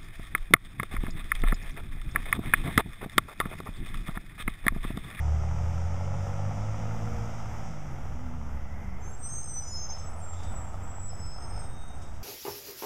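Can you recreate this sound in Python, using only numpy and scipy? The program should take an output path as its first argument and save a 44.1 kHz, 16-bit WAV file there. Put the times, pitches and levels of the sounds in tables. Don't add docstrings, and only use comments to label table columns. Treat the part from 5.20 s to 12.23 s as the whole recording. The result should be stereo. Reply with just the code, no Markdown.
import sys
import numpy as np
from scipy import signal
from scipy.fft import rfft, irfft
from scipy.io import wavfile
from scipy.ndimage import uniform_filter1d

SR = 44100
rng = np.random.default_rng(int(sys.argv[2]) if len(sys.argv) > 2 else 0)


def master_out(mix):
    frames = np.transpose(np.atleast_2d(mix))
    ceiling = np.clip(frames, -1, 1)
    pcm = np.round(ceiling * 32767).astype(np.int16)
    wavfile.write(sys.argv[1], SR, pcm)


N = 310023
T = np.arange(N) / SR

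# (time [s], firing rate [Hz])
ENGINE_SPEED = [(0, 73.94), (.66, 86.3), (1.5, 105.9), (1.9, 110.5), (2.5, 106.9), (2.68, 93.2), (3.25, 77),
                (3.75, 63.3), (4.4, 67.33), (4.8, 81.67), (6, 95.7), (7.03, 87.1)]
# (start [s], end [s], load [0-1], exhaust boom level [dB],
# exhaust overtone level [dB], turbo boost [0-1])
PEDAL_PRESSES = [(-.3, 2.0, 0.49, -28, -45.5, 0.76), (2.0, 2.46, 0.44, -41.5, -54.5, 0.77),
                 (4.64, 5.8, 0.69, -41.5, -81, 0.04), (5.8, 6.05, 0, -43.5, -73, .03),
                 (6.17, 6.46, 1, -53.5, -73, 0)]
# (multiple of firing rate [1], level [dB])
EXHAUST_OVERTONES = [(.5, -3), (1.5, 0), (2, 0.5), (2.5, -11), (3, -14.5), (5, -16.5), (6, -19)]
# (frequency [Hz], gain [dB])
TAILPIPE = [(40, -0.5), (60, 3), (110, 3), (142, 4), (168, -1), (190, -8.5), (220, -2), (290, -2),
            (400, -7), (540, 2)]
# (frequency [Hz], gain [dB])
OVERRUN_COLOUR = [(185, -3), (218, -9.5), (246, 0), (266, -15)]
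CYLINDER_DB = np.array([5.0, -8, -9, -9, -0.5, -12.0])
# (frequency [Hz], relative level [dB])
CLATTER_COLOUR = [(150, 1.5), (260, -8.5), (400, -11), (520, -4), (750, 3.5), (900, 0.5), (1060, -6.5),
                  (1330, -1), (1600, -16), (3000, -33.5), (8000, -66)]
# (frequency [Hz], relative level [dB])
GEAR_COLOUR = [(500, 4.5), (1500, -4.5), (2050, 4), (2600, -3), (3300, -5), (5000, -17), (10000, -31)]
# (frequency [Hz], relative level [dB])
AIR_COLOUR = [(2500, -10.5), (4500, -2), (5700, 5.5), (7200, -2.5), (8500, -9.5), (10500, -24),
              (15000, -46)]
# (start [s], length [s], first pitch [Hz], last pitch [Hz], level [dB], roughness [0-1])
MOAN_TONES = [(0, 2.03, 559.4, 547.6, -49.5, 0.45), (1.6, 0.51, 483, 466.4, -48.5, .03),
              (2.851, 1.04, 67.2, 72.44, -38.5, 0.11), (3.344, 0.54, 1980, 2090, -58, 0.44),
              (5.148, 0.19, 3610, 3560, -58.5, 0.42)]
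# (frequency [Hz], relative level [dB])
TOWN_COLOUR = [(15, 1.5), (40, -4.5), (80, -1), (130, -12), (200, -16), (300, -24.5), (500, -27),
               (1500, -31), (5000, -58.5), (10000, -57), (15000, -58)]
DRUM_MODES = {"a": 3714, "b": 5200, "c": 6030, "d": 6320, "e": 6910, "f": 7500, "g": 7800, "h": 8120, "i":
              8300, "j": 8610, "k": 8950, "l": 9300, "m": 10200}
# (start [s], length [s], drum mode [letter], pitch slide [share], level [dB])
BRAKE_SQUEALS = [ (3.801, 0.17, "f", 0.039, -57.5), (3.824, 0.082, "d", 0.032, -50.5),
                 (3.826, .15, "m", 0.045, -72.5), (3.989, 0.28, "i", 0.0071, -44),
                 (4.032, 0.04, "c", 0.021, -43), (4.06, 0.046, "b", -0.0014, -57),
                 (4.089, 0.17, "d", -0.0073, -37.5), (4.23, 0.078, "b", 0.024, -53),
                 (4.231, .19, "i", -0.02, -41.5), (4.28, .14, "c", -0.013, -43),
                 (4.412, .41, "b", 0.029, -43), (4.43, 0.21, "e", -0.0074, -48.5),
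                 (4.442, 0.15, "c", .008, -49), (4.482, 0.1, "m", -0.023, -64),
                 (4.551, 0.2, "d", -0.0064, -42), (4.776, .14, "g", 0.011, -54.5),
                 (4.89, 0.21, "l", .006, -65.5), (4.98, 0.087, "i", 0.016, -58),
                 (5.006, 0.15, "f", -0.011, -51.5), (5.145, 0.54, "k", .005, -67.5),
                 (5.246, 0.17, "g", .001, -51.5), (5.389, 0.09, "f", -.003, -56.5),
                 (5.603, .57, "g", 0.039, -50.5), (5.82, 0.15, "m", .01, -68.5),
                 (5.861, 0.93, "d", -0.013, -63), (5.89, 0.17, "b", -.001, -51),
                 (6.05, 0.23, "b", .005, -46.5), (6.31, .15, "b", .03, -53.5),
                 (6.134, 0.28, "j", -.004, -64), (6.183, 0.35, "i", -0.0078, -52.5),
                 (6.34, 0.65, "a", 0.0088, -60.5), (6.474, 0.51, "h", -0.034, -62.5)]
# (start [s], length [s], level [dB])
SHOE_SCRAPES = [(3.847, 3.3, -74.5), (4.683, .18, -62.5), (5.13, 0.1392, -58.5), (5.53, .03, -61),
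                (6.33, 0.1345, -64), (6.78, .2, -66)]
# (frequency [Hz], relative level [dB])
DRUM_COLOUR = [(2000, -3), (3600, 8.5), (5300, 9.5), (7500, 5.0), (10000, -2.5), (14000, -34)]
# (frequency [Hz], relative level [dB])
MIC_COLOUR = [(20, 0), (40, -4), (70, -12), (150, -36), (500, -57), (5000, -60), (9000, -48), (12000, -44)]

# (level [dB], change under full load [dB], fading as the truck draws away [dB/s])
KNOCKING, GEARING, BREATHING = (-47, 6.3, 0.93), (-53.5, 3.4, 1.33), (-60, 0.63, 0.99)
COAST_OVERTONES = (-39, -27.5, 3.9)
CRUISE_HZ, SPEED_DB_PER_OCTAVE = 86, 5.5
PEDAL_S, BOOM_DELAY_S, BOOM_ATTACK_S, BOOM_SAG_DB_PER_S = 0.084, .13, 0.22, 3.5
OVERRUN_DB, OVERRUN_HZ_PER_S = -43.5, 26
BETWEEN_KNOCKS = .28
TURBO_HZ, TURBO_POWER = 8950, 1.38
TURBO_LAG_S, SPOOL_S = .14, 0.32
WHISTLE_DB, BOOST_AIR_DB = -77.5, -56.5
STREET_T60_S, STREET_DB, BLOCK_ECHO_DB = 0.48, -4.5, -10
SQUEAL_EDGE_S, SQUEAL_OCTAVE_DB = .05, -36
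HARD_SQUEAL_DB, UNREST_PER_DB = -44.5, .28
JOLT_S, JOLT_DB = 6.36, -30.5
KNOCK_S, KNOCK_DB = 6.636, -42
NOTCH_HZ, NOTCH_WIDTH_HZ, TOP_HZ = 4230, 1500, 15250


def undb(db):
    return 10 ** (np.asarray(db) / 20)


def unit(x):
    return x / np.sqrt(np.mean(x ** 2))


def response(hz, points):
    f, db = np.transpose(points)
    return undb(np.interp(np.log(hz + 1), np.log(f), db))


def colour(x, points):
    bins_hz = np.arange(N + 1) * SR / (2 * N)
    spectrum = rfft(x, 2 * N) * response(bins_hz, points)
    return unit(irfft(spectrum)[:N])


def noise():
    return rng.standard_normal(N)


def walk(rate):
    k = max(int(SR / rate), 2)
    steps = np.repeat(noise()[:N // k + 1], k)
    return unit(uniform_filter1d(steps, k)[:N])


def gate(t, length, edge):
    ramp = np.minimum(t, length - t) / edge + .5
    return np.sin(np.pi / 2 * np.clip(ramp, 0, 1)) ** 2


def lag(x, seconds):
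    keep = np.exp(-1 / (seconds * SR))
    return x[0] + signal.lfilter([1 - keep], [1, -keep], x - x[0])


def glide(start, length, first_hz, last_hz, bend, edge):
    i = np.flatnonzero((T > start - edge) & (T < start + length + edge))
    t, out = T[i] - start, np.zeros(N)
    hz = np.interp(t, [0, length], [first_hz, last_hz]) * (1 + bend[i])
    swell = unit(np.hanning(len(i)) + .5)
    out[i] = swell * gate(t, length, edge) * np.sin(2 * np.pi * np.cumsum(hz) / SR)
    return out


def firing_rate():
    return np.interp(T, *np.transpose(ENGINE_SPEED))


def pedal():
    load, boost = 0, 0
    for start, end, press_load, _, _, press_boost in PEDAL_PRESSES:
        press = gate(T - start, end - start, PEDAL_S)
        load = load + press_load * press
        boost = boost + press_boost * press
    return load, lag(boost, SPOOL_S)


def loudness(part, hz, load):
    db, load_db, fade_db_per_s = part
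    speed_db = SPEED_DB_PER_OCTAVE * np.log2(hz / CRUISE_HZ)
    return undb(db + speed_db + load_db * load - fade_db_per_s * T)


def exhaust(hz, phase, load, flutter_db=2.0, rough_db=3, smear=0.15):
    boom, overtones = 0, loudness(COAST_OVERTONES, hz, load)
    for start, end, _, boom_db, overtone_db, _ in PEDAL_PRESSES:
        pull = gate(T - start - BOOM_DELAY_S, end - start, BOOM_ATTACK_S)
        boom = boom + pull * undb(boom_db - BOOM_SAG_DB_PER_S * (T - start))
        overtones = overtones + pull * undb(overtone_db)
    out = np.sin(2 * np.pi * phase) * boom * undb(flutter_db * walk(25))

    for multiple, db in EXHAUST_OVERTONES:
        roughness = undb(db + rough_db * np.tanh(walk(9)))
        gain = overtones * roughness * response(multiple * hz, TAILPIPE)
        smeared_phase = multiple * phase + rng.random() + smear * walk(35)
        out = out + gain * np.sin(2 * np.pi * smeared_phase)

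    rev_drop = -np.gradient(lag(firing_rate(), PEDAL_S)) * SR
    overrun = np.clip(rev_drop / OVERRUN_HZ_PER_S, 0, 1) ** 2
    growl = response(3 * hz, OVERRUN_COLOUR) * np.sin(2 * np.pi * (3 * phase + smear * walk(35)))
    return np.sqrt(2) * (out + undb(OVERRUN_DB) * overrun * growl)


def block(hz, phase, load, scatter_db=1, ring=0.19, knock_db=-6.5):
    firing = phase.astype(int)
    strength_db = knock_db + CYLINDER_DB[firing % 6] + scatter_db * noise()[firing]
    knock = undb(strength_db) * np.exp(-(phase % 1) / ring)
    clatter = colour(noise() * (BETWEEN_KNOCKS + knock), CLATTER_COLOUR)
    gears = colour(noise() * (1 + knock), GEAR_COLOUR)
    return clatter * loudness(KNOCKING, hz, load) + gears * loudness(GEARING, hz, load)


def turbo(hz, load, boost, waver=0.018, flicker_db=3):
    whistle_hz = TURBO_HZ * (lag(hz, TURBO_LAG_S) / CRUISE_HZ) ** TURBO_POWER
    whistle = np.sin(2 * np.pi * np.cumsum(whistle_hz * (1 + waver * walk(500))) / SR)
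    whistle_gain = np.sqrt(abs(boost)) * undb(WHISTLE_DB + flicker_db * walk(11))
    air_gain = np.hypot(loudness(BREATHING, hz, load), undb(BOOST_AIR_DB) * boost)
    air = colour(noise(), AIR_COLOUR) * air_gain * undb(.5 * walk(22))
    return whistle * whistle_gain + air


def moans(spread=0.1086):
    out = 0
    for start, length, first_hz, last_hz, db, rough in MOAN_TONES:
        bend = spread * rough * walk(first_hz / 3)
        out = out + undb(db) * glide(start, length, first_hz, last_hz, bend, .12)
    return out


def street(x, echo_db):
    t = T[:SR]
    echoes = rng.standard_normal(SR) ** 3 * undb(-60 * t / STREET_T60_S) * (t > .012)
    echoes = signal.sosfilt(signal.butter(2, 350, "high", fs=SR, output="sos"), echoes)
    echoes = echoes / np.linalg.norm(echoes)
    wet = undb(echo_db)
    return (x + wet * signal.fftconvolve(x, echoes)[:N]) / np.hypot(1, wet)


def town():
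    return colour(noise(), TOWN_COLOUR) * undb(-39.5 + 2.1 * walk(7.9))


def squeals(wander=0.00099, jitter=0.0049, flutter_db=3.0):
    unrest = wander * walk(22) + jitter * walk(450)
    grip = undb(flutter_db * walk(35))
    out = 0
    for start, length, mode, slide, db in BRAKE_SQUEALS:
        shift = rng.integers(N)
        bend = undb(UNREST_PER_DB * (db - HARD_SQUEAL_DB)) * np.roll(unrest, shift)
        ends_hz = DRUM_MODES[mode] * (1 + slide * np.array([-.5, .5]))
        tone = glide(start, length, *ends_hz, bend, SQUEAL_EDGE_S)
        octave = glide(start, length, *2 * ends_hz, bend, SQUEAL_EDGE_S)
        out = out + undb(db) * np.roll(grip, shift) * (tone + undb(SQUEAL_OCTAVE_DB) * octave)
    return out


def scrapes():
    pressure = sum(undb(db) * gate(T - start, length, 0.04) for start, length, db in SHOE_SCRAPES)
    return colour(noise(), DRUM_COLOUR) * pressure * undb(2.9 * walk(70))


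def body(knock_decay_s=0.0065, jolt_s=0.038):
    boom = np.sin(2 * np.pi * 45 * T) + 0.76 * np.sin(2 * np.pi * 93 * T)
    jolt = undb(JOLT_DB) * np.exp(-((T - JOLT_S) / jolt_s) ** 2)
    blow = undb(KNOCK_DB) * (T > KNOCK_S) * np.exp(-abs(T - KNOCK_S) / knock_decay_s)
    return boom * jolt + blow * colour(noise(), CLATTER_COLOUR)


def scene():
    hz = firing_rate() * (1 + .004 * walk(20))
    phase = np.cumsum(hz) / SR
    load, boost = pedal()
    engine = exhaust(hz, phase, load) + street(block(hz, phase, load) + moans() + body(), BLOCK_ECHO_DB)
    far_side = street(turbo(hz, load, boost) + squeals() + scrapes(), STREET_DB)
    return np.tile(engine + far_side + town(), (2, 1))


def record(dry):
    b, a = signal.iirnotch(NOTCH_HZ, NOTCH_HZ / NOTCH_WIDTH_HZ, fs=SR)
    noise_db, offset = -60, .0218
    hiss = np.array([colour(noise(), MIC_COLOUR) for _ in range(2)])
    out = signal.lfilter(b, a, dry) + undb(noise_db) * hiss
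    top_cut = signal.ellip(12, .2, 80, TOP_HZ, fs=SR, output="sos")
    return signal.sosfilt(top_cut, out) + offset


dry = scene()
out = record(dry)
master_out(out)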